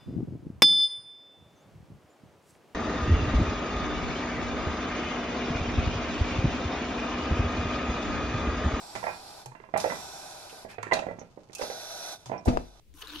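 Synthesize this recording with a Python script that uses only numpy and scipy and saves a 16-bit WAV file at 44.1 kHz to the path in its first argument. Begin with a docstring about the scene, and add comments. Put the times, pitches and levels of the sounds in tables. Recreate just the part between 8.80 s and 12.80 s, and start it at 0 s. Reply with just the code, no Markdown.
"""A pressure lantern hisses close by in a small room while a hand works its valve knob.
The vapour jet, noise through the air resonances of globe and hood, stops, starts and whistles.
The flame hoots, the lantern rocks and knocks, the knob ticks, the spindle scrapes, thin metal rings.
After a stretch of cold, unlit vapour the mantle catches with a low whump and a sharp pop."""
import sys
import numpy as np
from scipy import signal
from scipy.fft import rfft, irfft
from scipy.io import wavfile
from scipy.ndimage import uniform_filter1d

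SR = 44100
rng = np.random.default_rng(int(sys.argv[2]) if len(sys.argv) > 2 else 0)


def waveform_to_disk(signal):
    """Save audio, clipped to [-1, 1], as 16-bit WAV at the path in sys.argv[1]."""
    frames = np.transpose(np.atleast_2d(signal))
    scaled = np.clip(frames, -1, 1) * 32767
    samples = np.round(scaled).astype(np.int16)
    wavfile.write(sys.argv[1], SR, samples)


N = 176400
TIME_S = np.arange(N) / SR
FREQ_HZ = np.maximum(np.fft.rfftfreq(N, 1 / SR), 1)
SIDES = np.array([[1], [-1]])  # left, right

# Valve openings: open_s, close_s, level_db, sag_db_per_s, rise_s, unlit_share
VALVE_OPENINGS = [(-.1, 0.622, 0.5, 1.5, .02, 0.07), (0.968, 1.831, 5.5, 8.5, 0.01, 0.2),
                  (1.882, 1.913, -1, 1, .03, 0), (2.752, 2.79, -5.5, -1, .02, 0),
                  (2.78, 3.335, -1.9, -2.5, 0.028, 0.84), (3.381, 3.475, -17, 17, 0.027, 0.55),
                  (3.65, 4.1, -9.5, 38, 0.00087, 0.6)]
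# Jet rush: freq_hz, density_db
JET_SPECTRUM = [(40, -98), (200, -89.5), (500, -83.5), (1000, -86), (1900, -101), (2900, -96.5),
                (3500, -91.5), (5600, -88), (6400, -95), (7900, -95.5), (8350, -99.5), (9000, -95),
                (11500, -98), (13000, -104), (15200, -108)]
# Jet balance, left minus right: freq_hz, pan_db
JET_BALANCE = [(100, -16.5), (1000, 20.5), (3000, -1), (4200, -5), (7000, 5), (9500, -5), (14000, -4)]
# Air resonances of globe and hood: freq_hz, width_hz, lit_db, unlit_db, ear_phase_rad, pan_db
GLOBE_MODES = [(670, 200, -103, -66.5, 0.96, 0), (785, 238, -75, -94, 1.17, -2.5),
               (1454, 185, -86.5, -73.5, 0.25, -1.5), (1980, 240, -92, -80, 2.5, 0.5),
               (2447, 280, -91, -82.5, 0.47, -10), (3860, 680, -136.5, -72.5, 2.16, -5.5),
               (5000, 950, -122, -79.5, 0.9, -2), (5880, 270, -104, -69.5, 3.4, -5),
               (7530, 440, -93, -85, 1.9, -7), (10840, 1300, -109, -85, .5, -10)]
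# Breathy jet whistles, pitch set by the needle's seat: start_s, length_s, pitch_hz, width_hz, level_db
JET_WHISTLES = [(-.05, 0.34, 7600, 550, -58.5), (.3, 0.48, 4270, 600, -57.5),
                (1.02, 0.67, 5590, 380, -52.5), (1.06, 0.66, 7500, 350, -58.5)]
# Flame hoots: start_s, pitch_hz, peak_db, length_s
FLAME_HOOTS = [(0.136, 116.4, -50.5, 0.13), (0.657, 128, -44, 0.091), (1.979, 108.5, -46.5, 0.15),
               (3.46, 125.6, -42.5, 0.14)]
# Base knocks: start_s, level_db, note_hz, clang_re_note_db, thud_re_note_db
BASE_KNOCKS = [(.152, -36, 460, 4.5, -15), (.158, -33.5, 960, 1.5, 1.5), (.228, -29, 970, -11, -16),
               (.239, -23.5, 680, -7, -11.5), (.267, -19.5, 676, -7.5, -15.5),
               (.280, -25.5, 850, -11, -11.5), (.289, -28.5, 665, -4, -18),
               (.659, -34.5, 875, -13.5, -10.5), (.717, -39, 930, -11, -14), (.750, -37.5, 910, -5.5, -8),
               (.8, -40.5, 404, -5, -5), (.838, -38.5, 1020, -7, -15), (.888, -43, 1010, -13, -4),
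               (.9385, -18, 735, -8, -9.5), (.951, -26.5, 814, -16, -4), (.961, -21, 780, -5.5, -17),
               (1.0405, -17.5, 500, -12, -20), (1.046, -19, 822, -23, -14.5), (1.059, -25, 528, -13, -6),
               (1.076, -30, 610, -26, -12), (1.098, -30.5, 980, -0.5, -22), (1.107, -29.5, 660, -3.5, -3.5),
               (1.121, -26, 1005, -18, -4), (1.727, -37, 474, -20, -12), (1.848, -33, 695, -20, -1),
               (1.982, -29, 452, -5.5, -10), (2.03, -31, 970, 1, -9), (2.067, -32, 410, -3, -19),
               (2.112, -22, 964, -4.5, -31), (2.120, -18.5, 517, -2, -18), (2.128, -18, 732, -12, -10),
               (2.139, -25, 665, -10, -5), (2.169, -23, 710, -10, -18), (2.223, -26.5, 653, -12, -21),
               (2.266, -24.5, 667, -15, -1), (2.286, -27, 500, -15.5, -9.5), (2.311, -28.5, 632, -19, -5),
               (2.385, -36, 693, -10, -3), (2.415, -36.5, 483, -10.5, -0.5),
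               (2.574, -39.5, 400, -17.5, 3.5), (2.696, -44.5, 460, -7, 2), (2.794, -28.5, 520, -15, -13),
               (2.813, -24.5, 510, -10, -16), (2.836, -29, 673, -23, -0.5), (2.899, -28.5, 505, -9.5, -24),
               (3.495, -29, 883, -18, -1.5), (3.516, -19.5, 713, -18.5, -8), (3.529, -33, 870, -8, -6),
               (3.538, -22.5, 663, -21, -20), (3.561, -37.5, 700, -10, 0), (3.658, -28, 710, -24.5, -10)]
# Tank and frame modes: freq_hz, gain_db, t60_s
BODY_MODES = [(128, -32, .35), (366, -14, .17), (432, -12, .08), (495, -6, .1), (644, -2, .1),
              (715, -5, .06), (793, -6, .09), (890, -5, .06), (1003, -11, .15), (1131, -18, .2),
              (1353, -19, .13), (1660, -23, .2), (1907, -16, .15), (2004, -15, .14), (2369, -26, .18),
              (2461, -24, .2), (2702, -27, .18)]
# Dull part of a knock: freq_hz, gain_db
THUD_SPECTRUM = [(60, -14), (200, -4), (400, -3), (900, -10.5), (3000, -56.5)]
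# Bright part of a knock: freq_hz, gain_db
CLANG_SPECTRUM = [(500, -16), (1300, -3), (2000, 1), (2800, -15), (12000, -60)]
# Knob and handle clicks, last the pop after ignition: start_s, level_db, t60_s, tilt_db_per_octave, pan_db
TICKS_AND_CRACKS = [(0.153, -28.5, 0.17, -2, -5), (0.659, -33.5, 0.033, 5.5, -3),
                    (0.976, -25.5, 0.025, 9.5, -10), (1, -24, 0.085, 1.5, -5),
                    (1.943, -37.5, 0.028, -5, -16), (2.029, -31, 0.022, 1.5, -8.5),
                    (2.12, -20, 0.082, -8, -3), (2.134, -19, 0.059, -0.5, 0), (2.151, -26, 0.11, -2.5, -6),
                    (2.19, -21.5, 0.06, -6, -6.5), (2.391, -44.5, 0.075, -3.5, -4),
                    (2.731, -36, 0.054, 1, -5), (2.75, -26.5, 0.042, 7, -6), (2.784, -34, 0.051, 2, -4),
                    (2.819, -23, 0.11, -3.5, -2), (3.458, -35, 0.14, -1, -2.5), (3.655, -37, 0.14, 8.5, -5),
                    (3.681, -20, 0.15, -6, 0), (3.772, -13, 0.01, -7.5, 1.5)]
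# Tick colour: freq_hz, gain_db
TICK_SPECTRUM = [(200, -3), (900, 6), (1800, -8), (2800, -2.5), (4200, -2), (6000, 0), (7800, -5),
                 (8500, -7.5), (10500, -11.5), (15000, -30)]
# Spindle scraping in its packing: start_s, length_s, centre_hz, width_hz, level_db
SPINDLE_SCRAPES = [(1.693, 0.025, 2640, 900, -51.5), (1.885, 0.096, 1900, 1200, -51.5),
                   (1.895, 0.11, 2496, 100, -57)]
# Thin metal ringing on: start_s, pitch_hz, level_db, t60_s
METAL_PINGS = [(2.120, 1016, -17.5, 0.036), (2.120, 1994, -19.5, 0.066), (2.133, 4100, -28, 0.071),
               (2.133, 3900, -39.5, 0.26), (2.191, 2640, -33, 0.06), (2.392, 5800, -50.5, 0.11),
               (2.392, 6400, -49, 0.11), (2.751, 2580, -46.5, 0.29), (2.815, 4960, -39.5, .2),
               (3.578, 5540, -53.5, 0.12)]
# Ignition flare envelope: time_s, gain_db
FLARE_ENVELOPE = [(3.663, -17), (3.678, 3.5), (3.692, 2), (3.714, -11), (3.76, -10.5), (3.8, -19),
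                  (3.86, -31.5), (4.0, -72)]
# Flare turbulence: freq_hz, gain_db
FLARE_SPECTRUM = [(25, 6.5), (60, 4.5), (130, 0.5), (185, -5), (248, 7.5), (300, 1), (370, -2.5),
                  (430, -23), (480, 3), (570, -12), (660, 1), (1100, -25), (2500, -25.5), (6000, -69)]
# Room modes rung by ignition: freq_hz, level_db, t60_s
ROOM_MODES = [(45.9, -30.5, 0.64), (129, -31, 0.29), (245.7, -21, 0.26), (382, -27, 0.14), (476, -39, 0.47)]
# Room decay: freq_hz, t60_s
ROOM_DECAY = [(100, 0.7), (500, 0.22), (2000, 0.26), (6000, 0.36), (14000, 0.22)]
# Room background: freq_hz, density_db
BACKGROUND_SPECTRUM = [(20, -85), (50, -89), (130, -84.5), (300, -95.5), (700, -93.5), (1500, -106),
                       (3000, -115), (6000, -116), (10000, -121), (15000, -124)]
# Likeness of the two ears: freq_hz, correlation
EAR_CORRELATION = [(60, 0.74), (500, 0.7), (1400, 0.45), (2000, -0.69), (2900, 0.71), (4200, -0.11),
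                   (8000, 0.38), (15000, -0.69)]

CONTACT_S, FLUTTER_HZ, VALVE_PAN_DB = .0016, 30, -4.5


def undb(db):
    """Decibels to gain."""
    return 10 ** (np.asarray(db) / 20)


def lookup(table, hz=FREQ_HZ):
    """Interpolate on a log-frequency axis."""
    freqs_hz, values = np.array(table, float).T
    return np.interp(np.log(hz), np.log(freqs_hz), values)


def pan(db):
    """Constant-power gains for a left-minus-right level."""
    gains = undb(SIDES * db / 2)
    return gains / np.sqrt(np.mean(gains ** 2, axis=0))


def lead_left(x, lead_s):
    """Stereo pair, left ear earlier by lead_s."""
    return irfft(rfft(x) * np.exp(1j * np.pi * FREQ_HZ * lead_s * SIDES), N)


def white_spectrum():
    """White noise at 0 dB per Hz."""
    return rfft(rng.standard_normal(N)) * np.sqrt(SR / 2)


def stereo_spectrum():
    """Two white spectra, partly correlated."""
    likeness = lookup(EAR_CORRELATION)
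    mid = white_spectrum() * np.sqrt((1 + likeness) / 2)
    side = white_spectrum() * np.sqrt((1 - likeness) / 2)
    return mid + SIDES * side


def stereo_noise(spectrum):
    """Noise coloured by a table."""
    return irfft(stereo_spectrum() * undb(lookup(spectrum)), N)


def drift(rate_hz):
    """Smooth random curve, spread near 1."""
    hold = int(SR / rate_hz)
    return 1.3 * uniform_filter1d(np.repeat(rng.standard_normal(1000), hold)[:N], hold)


def colour(x, db_at_hz):
    """Minimum-phase filter; keeps attacks sharp."""
    n = x.shape[-1]
    hz = np.maximum(np.fft.rfftfreq(n, 1 / SR), 1)
    cepstrum = irfft(np.log(undb(db_at_hz(hz))), n)
    cepstrum[1:n // 2] *= 2
    cepstrum[n // 2 + 1:] = 0
    return irfft(rfft(x) * np.exp(rfft(cepstrum)), n)


def decay(t, t60_s):
    """Fall of 60 dB per t60_s."""
    return np.exp(-np.log(1000) * t / t60_s)


def ring_modes(modes, t):
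    """One damped sine per mode."""
    return np.array([undb(db) * np.sin(2 * np.pi * hz * t) * decay(t, t60_s) for hz, db, t60_s in modes])


def add(out, start_s, x):
    """Mix x in at start_s."""
    i = int(start_s * SR)
    out[..., i:i + x.shape[-1]] += x[..., :N - i]


def resonance(hz, width_hz):
    """Gain curve of one peak."""
    return 1 / (1 + ((FREQ_HZ - hz ** 2 / FREQ_HZ) / width_hz) ** 2)


def convolve(x, response):
    """Apply a stereo response at unit mean energy."""
    return signal.fftconvolve(x, response / np.sqrt(np.sum(response ** 2) / 2), axes=1)[:, :N]


def room_tail(x, level_db, gap_s=.0094):
    """Diffuse reverb in octave bands; bass lasts longest."""
    t, noise, tail = TIME_S[:SR * 2 // 3], stereo_spectrum(), 0
    for hz in 62.5 * 2. ** np.arange(9):
        band = irfft(noise * np.maximum(1 - abs(np.log2(FREQ_HZ / hz)), 0), N)
        tail += band[:, :len(t)] * decay(t, lookup(ROOM_DECAY, hz))
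    return undb(level_db) * convolve(x, tail * np.clip(t / gap_s - .5, 0, 1))


def vapour_jet(shut_db_per_s=374, flutter_db=.45, unlit_tilt_db_per_hz=7 / 11025):
    """Vapour rushes through the open valve and rings the globe; brighter unlit."""
    rush = stereo_spectrum() * undb(lookup(JET_SPECTRUM)) * pan(lookup(JET_BALANCE))
    lit, unlit = rush, rush * undb(unlit_tilt_db_per_hz * FREQ_HZ)
    for hz, width_hz, lit_db, unlit_db, phase_rad, pan_db in GLOBE_MODES:
        ears = pan(pan_db) * np.exp(.5j * phase_rad * SIDES)
        ring = white_spectrum() * resonance(hz, 1.355 * width_hz) * ears
        lit += undb(lit_db) * ring
        unlit += undb(unlit_db) * ring
    lit, unlit, out = irfft(lit, N), irfft(unlit, N), 0
    for open_s, close_s, db, sag_db_per_s, rise_s, unlit_share in VALVE_OPENINGS:
        rise = np.clip((TIME_S - open_s) / max(rise_s, 1e-3), 0, 1)
        sag_db = sag_db_per_s * np.clip(TIME_S - open_s, 0, close_s - open_s)
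        shut_db = shut_db_per_s * np.maximum(TIME_S - close_s, 0)
        flow = rise * undb(db - sag_db - shut_db)
        out += flow * ((1 - unlit_share) * lit + unlit_share * unlit)
    return out * undb(flutter_db * drift(FLUTTER_HZ))


def jet_wander(x, depth_db=1.1, step_hz=600):
    """Treble bands swell and fade independently as the jet shifts."""
    spectrum, out = rfft(x), x
    for hz in np.arange(3000, 12000, step_hz):
        band = irfft(spectrum * np.maximum(1 - abs(FREQ_HZ - hz) / step_hz, 0), N)
        out = out + band * (undb(depth_db * drift(rate_hz=3)) - 1)
    return out


def globe_reflections(x, level_db=-6.5, decay_s=.0031, gap_s=.002):
    """Dense early echoes off the glass comb the sound."""
    t = TIME_S[:SR // 30]
    echoes = rng.standard_normal((2, len(t))) * np.exp(-t / decay_s) * (t > gap_s)
    return x + undb(level_db) * convolve(x, echoes)


def valve_swells(events):
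    """Jet whistles or spindle scrapes: noise bands, fast rise, slow fall."""
    out = 0
    for start_s, length_s, hz, width_hz, db in events:
        band = irfft(stereo_spectrum() * resonance(hz, width_hz), N)
        progress = np.clip((TIME_S - start_s) / length_s, 0, 1)
        out += undb(db) * band / band.std() * np.sin(np.pi * np.sqrt(progress))
    return out * pan(VALVE_PAN_DB)


def finger_rub(level_db=-67.5, grains_per_s=700, spread_db=3):
    """Skin and spindle stick and slip in faint, uneven grains."""
    grains = (rng.random((2, N)) < grains_per_s / SR) * rng.standard_normal((2, N))
    grains *= undb(spread_db * drift(FLUTTER_HZ))
    rub = colour(grains, lambda hz: lookup(TICK_SPECTRUM, hz) - 10 * np.log10(1 + (hz / 3000) ** 2))
    return undb(level_db) * rub / rub.std() * pan(VALVE_PAN_DB)


def flame_hoots():
    """The flame gutters as its supply changes; the hood air sounds a short low tone."""
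    out = 0
    for start_s, hz, db, length_s in FLAME_HOOTS:
        age_s = TIME_S - start_s
        swell = np.sin(np.pi * np.clip(age_s / length_s, 0, 1) ** .54)
        out += undb(db) * swell * np.sin(2 * np.pi * hz * age_s)
    return out * pan(db=4.5)


def base_knocks(rise_s=.0027, ring_db=-12.5, frame_db=11.5, scatter_db=7):
    """The base rocks: hollow tock, thud and clang; tank and frame ring on."""
    out, t = np.zeros(N), TIME_S[:2 ** 14]
    rings = ring_modes(BODY_MODES, t)
    is_frame = np.array(BODY_MODES)[:, 0] > 1200
    swell = (t / rise_s * np.exp(1 - t / rise_s)) ** 2
    for start_s, db, note_hz, clang_db, thud_db in BASE_KNOCKS:
        modes_db = ring_db + is_frame * (frame_db + clang_db)
        modes_db += scatter_db * rng.standard_normal(len(rings))
        body = (undb(modes_db) * rng.choice([-1, 1], len(rings))) @ rings
        for spectrum, part_db, t60_s in (THUD_SPECTRUM, thud_db, .031), (CLANG_SPECTRUM, clang_db, .047):
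            burst = colour(rng.standard_normal(len(t)) * decay(t, t60_s), lambda hz: lookup(spectrum, hz))
            body += undb(part_db) * .5 * burst / burst[:SR // 100].std()
        tock = swell * np.sin(2 * np.pi * note_hz * t)
        add(out, start_s, undb(db) * (tock + body * np.minimum(t / CONTACT_S, 1)))
    direct = lead_left(out, lead_s=-.00027) * pan(db=-12.5)
    return direct + room_tail(out * pan(db=-5), level_db=-5)


def ticks_and_cracks():
    """Short bright noise bursts: knob and handle clicks, and the sharp pop after ignition."""
    out, t = np.zeros((2, N)), TIME_S[:2 ** 13]
    for start_s, db, t60_s, tilt_db_per_octave, pan_db in TICKS_AND_CRACKS:
        burst = rng.standard_normal((2, len(t))) * decay(t, t60_s)
        tick = colour(burst, lambda hz: lookup(TICK_SPECTRUM, hz)
                      + tilt_db_per_octave * np.log2(np.maximum(hz, 800) / 4000))
        add(out, start_s, undb(db) * pan(pan_db) * tick / (3 * tick[:, :SR // 250].std()))
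    return out + room_tail(out, level_db=-10.5)


def metal_pings(width_ratio=.035):
    """Dense mode clusters in wire and knob shimmer as they fade."""
    out, t = np.zeros((2, N)), TIME_S[:2 ** 14]
    for start_s, pitch_hz, db, t60_s in METAL_PINGS:
        noise = rng.standard_normal((2, len(t)))
        ring = colour(noise, lambda hz: -20 * np.log10(1 + ((hz / pitch_hz - 1) / width_ratio) ** 2))
        envelope = decay(t, t60_s) * np.minimum(t / CONTACT_S, 1)
        add(out, start_s, undb(db) * pan(VALVE_PAN_DB) * ring / ring.std() * envelope)
    return out


def pressure_swing(centre_s, hz):
    """One pulse: push, suck, push."""
    u = (np.pi * hz * (TIME_S - centre_s)) ** 2
    return (2 * u - 1) * np.exp(-np.minimum(u, 100))


def ignition(light_s=3.6825, flare_db=-20.5, whump_db=-13.5, pop_db=-13.5):
    """Gathered vapour catches: whump, turbulent flare, room boom, pop of the flame settling."""
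    times_s, gains_db = np.array(FLARE_ENVELOPE).T
    flare = stereo_noise(FLARE_SPECTRUM)
    flare *= undb(flare_db + np.interp(TIME_S, times_s, gains_db, left=-200)) / flare.std()
    whump = undb(whump_db) * pressure_swing(light_s, hz=65)
    boom = ring_modes(ROOM_MODES, np.maximum(TIME_S - light_s, 0)).sum(axis=0)
    pop = -undb(pop_db) * pressure_swing(centre_s=3.7728, hz=800)
    return pan(db=2) * lead_left(whump + flare + boom + pop, lead_s=.00037)


def scene():
    """The lantern over the room's background."""
    near_globe = jet_wander(vapour_jet()) + ticks_and_cracks()
    near_globe += finger_rub() + valve_swells(SPINDLE_SCRAPES)
    lantern = globe_reflections(near_globe) + valve_swells(JET_WHISTLES)
    lantern += base_knocks() + metal_pings() + flame_hoots() + ignition()
    return lantern + stereo_noise(BACKGROUND_SPECTRUM)


def record(dry):
    """Steep low-pass at 15350 Hz."""
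    return signal.sosfilt(signal.ellip(10, .2, 70, 15350, fs=SR, output="sos"), dry)


dry = scene()
out = record(dry)
waveform_to_disk(out)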